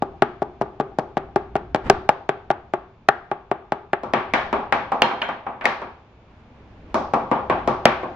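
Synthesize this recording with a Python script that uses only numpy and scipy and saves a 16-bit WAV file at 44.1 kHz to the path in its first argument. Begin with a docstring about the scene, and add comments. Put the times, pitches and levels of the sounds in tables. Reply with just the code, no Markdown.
"""Quick blows of a wooden rolling pin on floured meat, about five a second, over faint hum and rumble.
Each blow: a faint gritty noise spurt, damped board modes, a wet slap of noise, sometimes a flat second contact.
Blows on bare wood ring the pin's own modes, and the hardest clip; two early ones of the far blows chink kitchenware.
The blows are close at first; from 4 s they come from across a hard-walled kitchen (noise-tail reverberation).
Shuffle and rustle noise moves the slice, once early and then in a pause, where it is turned over."""
import sys
import numpy as np
from scipy import signal
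from scipy.fft import rfft, irfft, next_fast_len
from scipy.io import wavfile
from scipy.ndimage import map_coordinates

SR = 44100
rng = np.random.default_rng(int(sys.argv[2]) if len(sys.argv) > 2 else 0)


def log_audio(samples):
    """Write samples as a 16-bit WAV file to the path given in sys.argv[1]."""
    # one column per channel
    frames = np.atleast_2d(samples).T
    # limit to full scale, then quantise
    limited = np.clip(frames, -1, 1)
    pcm = np.round(limited * 32767).astype(np.int16)
    wavfile.write(sys.argv[1], SR, pcm)


N = 359767
FAR_FROM_S = 4  # blows from here on are heard from across the kitchen


def amp(db):
    """Decibels to gain."""
    return 10 ** (np.asarray(db) / 20)


def unit(x):
    """Scale to rms 1."""
    return x / np.sqrt(np.mean(x ** 2) + 1e-20)


def impulse(x):
    """Scale to energy 1 a channel."""
    return unit(x) / np.sqrt(x.shape[-1])


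def along(points, hz):
    """Interpolate (Hz, value) points on a log frequency axis."""
    f, v = np.transpose(points)
    return np.interp(np.log(hz + 1), np.log(f + 1), v)


def level(rows):
    """(s, dB) rows to one gain per sample."""
    return amp(np.interp(np.arange(N) / SR, *np.transpose(rows)))


def filtered(x, response):
    """Multiply the spectrum of x by a response of frequency."""
    n = x.shape[-1]
    padded = next_fast_len(n + 1024, True)
    hz = np.fft.rfftfreq(padded, 1 / SR)
    return irfft(rfft(x, padded) * response(hz), padded)[..., :n]


def coloured(x, points, size=2048):
    """Minimum-phase filter through (Hz, dB) points: causal, so no pre-ringing."""
    gain = amp(along(points, np.fft.rfftfreq(size, 1 / SR)))
    cepstrum = irfft(np.log(gain))
    # fold the cepstrum onto positive time
    cepstrum[1:size // 2] *= 2
    cepstrum[size // 2 + 1:] = 0
    kernel = irfft(np.exp(rfft(cepstrum)))
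    return signal.fftconvolve(x, kernel)[:len(x)]


# Diffuse-field coherence. Each row: frequency in Hz, left-right likeness 0..1.
ALIKE = [(30, 1), (70, 1), (200, 0.96), (600, 0.91), (1200, 0.56), (2500, 0.11), (6000, 0.055)]


def diffuse(spectrum, n):
    """Stereo noise from all sides, rms 1: alike in the bass, nearly unrelated in the treble."""
    def mid_side(hz):
        angle = np.arccos(np.clip(along(ALIKE, hz), -1, 1)) / 2
        return amp(along(spectrum, hz)) * [np.cos(angle), np.sin(angle)]

    mid, side = filtered(rng.standard_normal((2, n)), mid_side)
    return unit(np.array([mid + side, mid - side]))


def ring(modes, t, detune, scatter_db):
    """Damped modes; each contact gives them slightly new pitches and strengths."""
    hz, db, t60_s = np.transpose(modes)[:, :, None]
    pitch, strength = rng.standard_normal((2, len(modes), 1))
    decay = amp(db + scatter_db * strength - 60 * t / t60_s)
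    return np.sum(decay * np.sin(2 * np.pi * hz * (1 + detune * pitch) * t), axis=0)


def add(track, s, sound):
    """Mix a stereo sound in at time s."""
    start = max(round(s * SR), 0)
    part = sound[:, :N - start]
    track[:, start:start + part.shape[1]] += part


# Low rumble over time. Each row: time in seconds, relative level in dB.
RUMBLE_LEVEL = [(0.0, -48), (0.68, -53.5), (1.95, -44.5), (2.11, -53.5), (3.77, -58.5), (4.29, -46.5),
                (4.82, -47.5), (5.13, -56), (6.11, -57.5), (6.93, -51), (7.56, -43), (8.16, -52)]
# Spectra of rumble and air. Each row: frequency in Hz, relative level in dB.
RUMBLE = [(20, -9.5), (38, -15), (56, 0.5), (80, -3.5), (120, -7), (250, -13), (600, -49), (3000, -110)]
AIR = [(59, -34.5), (100, 1), (172, -11.5), (231, -7), (391, -7), (923, -9.5), (2000, -21.5), (2320, -18),
       (7050, -41), (8700, -69.5), (15000, -76)]


def background(rumble_db=3):
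    """Low rumble and faint air: two diffuse noises with slow level curves."""
    rumble = amp(rumble_db) * level(RUMBLE_LEVEL) * diffuse(RUMBLE, N)
    air_level = level([(0, -54.5), (3.95, -58.5), (4.05, -61.5), (8.16, -47.5)])  # s, dB
    return rumble + air_level * diffuse(AIR, N)


# Hum and faint whine. Each row: frequency in Hz, peak level in dB.
HUM = [(50, -60), (3520, -80.5)]


def appliance():
    """A steady mains hum with a thin whine: two sines, equal in both channels."""
    t = np.arange(N) / SR
    return sum(amp(db) * np.sin(2 * np.pi * hz * t) for hz, db in HUM)


# Reverberation time. Each row: frequency in Hz, T60 in seconds.
KITCHEN_T60 = [(100, 0.34), (300, 0.52), (800, 0.47), (2000, 0.45), (5000, 0.53), (12000, 0.11)]
# Spectrum of reflected sound. Each row: frequency in Hz, relative level in dB.
WALLS = [(50, -5.5), (130, 0), (260, -1.5), (385, 4.5), (600, -4), (900, 3), (1200, 8.5), (1700, 1.5),
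         (2400, 1.5), (3400, 0), (6000, -6), (9000, -19.5), (14000, -21)]


def kitchen(early_db, early_t60, build):
    """The room's answer: quick early reflections, then a tail whose decay depends on frequency."""
    n = SR // 2
    t = np.arange(n) / SR
    hz, frame_s, bins = signal.stft(diffuse(WALLS, n), SR, nperseg=256)
    decay = amp(-60 * frame_s / along(KITCHEN_T60, hz)[:, None])
    tail = signal.istft(bins * decay, SR, nperseg=256)[1][:, :n]
    early = 1 + amp(early_db - 60 * t / early_t60)
    onset = 1 - np.exp(-(t / build) ** 2)
    return impulse(tail * early * onset)


def answers(count=7):
    """Sets of random room answers, close to the board and across the kitchen."""
    near = [kitchen(early_db=15, early_t60=0.046, build=0.0013) for _ in range(count)]
    far = [kitchen(early_db=-2.5, early_t60=0.047, build=0.0013) for _ in range(count)]
    return near, far


def room_at(s, rooms):
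    """Draw one of the answers for the listening place at time s."""
    choice = rooms[int(s >= FAR_FROM_S)]
    return choice[rng.integers(len(choice))]


def placed(sound, room, pan_db, lag_s=.00006):
    """Direct sound reaches the right channel first; the room follows; positive pan favours the left."""
    sides = np.array([[1], [-1]])
    direct = filtered(np.array([sound, sound]), lambda hz: np.exp(-1j * np.pi * hz * lag_s * sides))
    heard = signal.fftconvolve(sound[None], room, axes=1)
    heard[:, :len(sound)] += direct
    return heard * amp(sides * pan_db / 2)


# Flesh and flour spectrum. Each row: frequency in Hz, relative level in dB.
GRAIN = [(300, -24.5), (900, 5), (1600, 6), (3000, -1.5), (5000, -7.5), (9000, -23), (15000, -46.5)]


def squash(t60=.014):
    """A short gritty spurt of flesh and flour: decaying coloured noise."""
    t = np.arange(SR // 16) / SR
    return impulse(coloured(amp(-60 * t / t60) * rng.standard_normal(len(t)), GRAIN))


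# Modes of pin and board together. Each row: nominal frequency in Hz, relative level in dB, T60 in seconds.
WOOD = [(142, -22.5, 0.088), (243, -26.5, 0.13), (395.5, -5, 0.043), (529, -12, 0.026), (637, -11.5, 0.03),
        (695, 0.5, 0.019), (797, -2, 0.029), (1090, -16, 0.016), (1374, -19.5, 0.014), (1530, -24, 0.024),
        (2240, -29.5, 0.0098), (3070, -29, 0.004)]


def knock(thump_db, clack_db, slap_db, spread_s=0.000775):
    """Wood modes coloured by contact hardness; bending-wave dispersion delays the lows most."""
    t = np.arange(SR // 8) / SR
    hardness = [  # Hz, dB
        (50, thump_db - 27), (95, thump_db - 16.0), (140, thump_db), (330, thump_db),
        (600, 0), (850, 0), (1000, -2.5), (1150, -0.5),
        (1700, clack_db - 0.5), (2900, clack_db - 0.5),
        (5500, slap_db), (8500, slap_db + 2.5), (12000, slap_db - 11), (15000, slap_db - 11)]
    modes = ring(WOOD, t, detune=0.019, scatter_db=2.5)
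    wood = coloured(impulse(modes), hardness)
    # delay = spread_s at 700 Hz, falling as 1 / sqrt(frequency)
    return filtered(wood, lambda hz: np.exp(-4j * np.pi * spread_s * np.sqrt(hz * 700)))


# Listening places. Each row: start in seconds, base thump in dB, room level of a gentle blow in dB.
PLACES = [(0, 1, -6.5), (1.8, -3.5, -7.5), (4, -4, 4), (6.5, -2.5, 5)]
GENTLE_DB = -19  # blow strength above which thump and room level drop
NEAR_DRYING, FAR_DRYING = 0.41, 0.85  # dB of room lost per dB of extra strength
THUMP_PER_STRENGTH, THUMP_PER_HARDNESS = 0.11, 0.18  # dB of thump lost per dB


def blow_colour(s, db, hard_db):
    """Thump and room level in dB: set by place; strength lowers both, hardness the thump."""
    _, thump_db, room_db = [place for place in PLACES if place[0] <= s + .01][-1]
    extra_db = max(db - GENTLE_DB, 0)
    drying = FAR_DRYING if s >= FAR_FROM_S else NEAR_DRYING
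    thump_db = thump_db - THUMP_PER_STRENGTH * extra_db - THUMP_PER_HARDNESS * hard_db
    return thump_db, room_db - drying * extra_db


# Board heard from the side. Each row: frequency in Hz, gain in dB.
AFAR = [(160, 0.5), (245, 4.5), (390, -6.5), (520, 2.5), (680, 0), (850, -1), (1000, 5.5), (1150, 2.5),
        (1550, -2), (2200, 2.5), (4000, -2)]
# Stereo position of the blows. Each row: time in seconds, left over right in dB.
SIDE_OF_BLOWS = [(0, 2.5), (4.75, 2), (5.02, -1), (5.3, 1), (8.16, 1.8)]


def from_board(s, sound, room_db, rooms):
    """A sound on the board as it reaches the listening place: far colour, room and pan."""
    if s >= FAR_FROM_S:
        sound = coloured(sound, AFAR)
    pan_db = np.interp(s, *np.transpose(SIDE_OF_BLOWS))
    return placed(sound, amp(room_db) * room_at(s, rooms), pan_db)


# Blows of the pin. Each row: time in seconds, relative strength in dB, then, relative to the strength,
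# contact hardness in dB, wet slap in dB.
BLOWS = [(0.0228, -15, -3, -2), (0.222, -8.5, 7, 1.5), (0.4197, -18, -4, -4), (0.6132, -14.5, -3.5, -3),
         (0.7999, -15, -2, -5), (0.9865, -14.5, -4, 5), (1.1698, -15.5, 3.5, -1), (1.3604, -12, 3, 1.5),
         (1.5549, -15.5, 3.5, -0.5), (1.7469, -12.5, 5, 4), (1.8993, 3.5, 4, 6), (2.0913, -4.5, 5, 5),
         (2.2921, -10.5, 6, -0.5), (2.5039, -11.5, 3.5, -5), (2.737, -14.5, 4.5, -3),
         (3.0871, -5.5, 6.5, 3.5), (3.315, -17.5, 4, -6.5), (3.5147, -12.5, 4, -9.5),
         (3.7213, -13.5, 4, 0.5), (3.9327, -12.5, 8.5, -3.5), (4.034, -29.5, -0.5, 4.5),
         (4.1363, -13.5, 10, 5.5), (4.3368, -17, 15, 14.5), (4.5285, -16.5, 4.5, 2), (4.7244, -15, 10, 9.5),
         (4.919, -20, 1.5, 2.5), (5.0199, -12.5, 10.5, 13.5), (5.111, -27, 7.5, -8), (5.217, -28, 16, 9.5),
         (5.289, -27.5, 8, 4), (5.466, -27.5, 3.5, -9), (5.611, -35.5, 17.5, 6), (5.643, -29, 11, 8),
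         (5.655, -21.5, 14.5, 17.5), (5.818, -30.5, 5, 1.5), (6.9439, -19.5, 0.5, 14),
         (7.1364, -13, -4, 3.5), (7.3144, -16, 2, -1), (7.4986, -15, 5.5, 0.5), (7.6755, -17, 1.5, 8),
         (7.855, -0.5, 11, 10.5), (8.032, -28.5, 1, -5.5)]
# The pin's length landing flat just after its tip. Each row: time in seconds, relative strength in dB.
FLATS = [(0.427, -22), (0.6194, -16), (0.8089, -16.5), (0.9943, -14.5), (1.1765, -15), (1.5644, -14.5),
         (1.7599, -13), (2.5126, -11), (4.353, -17), (5.125, -31), (5.303, -26), (7.1435, -15)]
# Colour of the flat contact. Each row: frequency in Hz, gain in dB.
FLAT_SLAP = [(60, -34.5), (300, -11.5), (800, -15), (2000, -5), (5000, -13.5), (12000, -15.5)]
LEAD_S, LEAD_DB = 0.0017, -35.5  # a very faint gritty noise spurt starts this long before the knock


def pounding(rooms, force_db=25.5, spurt_db=-26):
    """A faint gritty lead-in, then the pin's tip knocks on the board; at times its length slaps down flat."""
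    track = np.zeros((2, N))
    lean = amp([[2], [-2]])  # spurts lean left
    for s, db, hard_db, slap_db in BLOWS:
        thump_db, room_db = blow_colour(s, db, hard_db)
        tip = knock(thump_db, hard_db, slap_db)
        add(track, s - LEAD_S, amp(db + LEAD_DB) * squash() * lean)
        add(track, s, amp(db) * from_board(s, tip, room_db, rooms))
        add(track, s, amp(db + slap_db + spurt_db) * squash() * lean)
    for s, db in FLATS:
        thump_db, room_db = blow_colour(s, db, 0)
        flat = coloured(knock(thump_db, clack_db=3.0, slap_db=0.5), FLAT_SLAP)
        add(track, s, amp(db) * from_board(s, flat, room_db, rooms))
        add(track, s, amp(db + spurt_db) * squash() * lean)
    return amp(force_db) * track


# Blows that catch bare wood. Each row: time in seconds, level in dB, pitch in Hz, left over right in dB.
CLACKS = [(0.2238, -11, 1520, 9), (1.8998, -7.5, 1625, 3.5), (2.0934, -17, 1560, 6), (3.0885, 0.5, 1617, 5),
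          (3.936, -10.5, 1590, 8), (4.337, -7, 2345, -1), (4.725, -8.5, 2216, 8.5),
          (5.0206, -0.5, 2800, -4), (5.2195, -10.5, 2840, 0), (5.6551, -1, 2190, 7.5),
          (7.8552, -2, 2150, 11.5)]
# The pin's cluster of modes. Each row: multiple of the pitch, relative level in dB, T60 in seconds.
PIN = [(0.997, 3.5, 0.012), (0.885, -3.5, 0.016), (1.1, -9, 0.021), (1.65, -9, 0.0065)]


def bare_wood(rooms, room_db=-17.5):
    """Where no meat cushions it, the pin itself rings briefly in a cluster of damped modes."""
    track = np.zeros((2, N))
    t = np.arange(SR // 16) / SR
    onset = 1 - np.exp(-t / 0.0006)
    for s, db, hz, pan_db in CLACKS:
        modes = ring(np.multiply(PIN, [hz, 1, 1]), t, detune=.006, scatter_db=1)
        clack = amp(db) * modes * onset
        add(track, s, placed(clack, amp(room_db) * room_at(s, rooms), pan_db))
    return track


# The slice dragged, lifted, shifted, laid back. 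Each row: peak in seconds, rise in seconds per 20 dB,
# fall in seconds per 20 dB, shuffle in dB, rustle in dB.
MOVES = [(1.868, 0.03, 0.13, -27, -32), (6.33, 0.17, .5, -54.5, -64.5), (6.6, 0.26, 0.61, -56, -72),
         (6.92, 0.36, 0.35, -45, -62)]
# Spectra of hand shuffle and floury rustle. Each row: frequency in Hz, relative level in dB.
SHUFFLE = [(30, -4.5), (76, -1.5), (150, -11.5), (230, -5), (400, -14), (900, -24.5), (2500, -30),
           (6000, -56.5), (12000, -87)]
PEEL = [(300, -13.5), (900, 6), (2500, -9.5), (4500, -22.5), (7000, -31), (12000, -47.5)]


def turning(rate_hz=45, uneven_db=3):
    """Each move of the slice swells and fades: a soft shuffle of hands and an uneven floury rustle."""
    t = np.arange(N) / SR
    shuffle, rustle = np.zeros((2, N))
    for s, rise_s, fall_s, shuffle_db, rustle_db in MOVES:
        swell = amp(-20 * np.maximum((s - t) / rise_s, (t - s) / fall_s))
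        shuffle += amp(shuffle_db) * swell
        rustle += amp(rustle_db) * swell
    steps = rng.standard_normal(int(N * rate_hz / SR) + 4)
    catches = map_coordinates(steps, [t * rate_hz], order=1)
    rustle *= amp(uneven_db * catches)
    return shuffle * diffuse(SHUFFLE, N) + rustle * diffuse(PEEL, N)


# Hard knocks that set kitchenware ringing. Each row: time in seconds, level in dB.
JOLTS = [(5.0189, -11), (5.217, -21.5)]
# Kitchenware modes. Each row: nominal frequency in Hz, relative level in dB, T60 in seconds.
WARE = [(948, -1.5, 0.06), (1390, -20, .06), (3150, -20.5, 0.28), (3270, -28.5, 0.31), (3680, -14, 0.031),
        (4090, -29, .2), (4170, -29.5, 0.24), (6480, -39.5, .2)]


def kitchenware(rooms):
    """Something hard beside the board chinks after a jolt: damped modes in the room."""
    track = np.zeros((2, N))
    t = np.arange(SR // 8) / SR
    for s, db in JOLTS:
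        chink = amp(db) * ring(WARE, t, detune=.001, scatter_db=2)
        add(track, s, placed(chink, amp(-5.0) * room_at(s, rooms), pan_db=3))
    return track


def scene():
    """Everything that sounds in the kitchen."""
    rooms = answers()
    room_tone = background() + appliance()
    blows = pounding(rooms) + bare_wood(rooms)
    return room_tone + blows + turning() + kitchenware(rooms)


def record(dry, top_hz=16000):
    """The microphone overloads: peaks clip at full scale; then a steep low-pass at top_hz."""
    return filtered(np.clip(dry, -1, 1), lambda hz: 1 / (1 + (hz / top_hz) ** 80))


dry = scene()
out = record(dry)
log_audio(out)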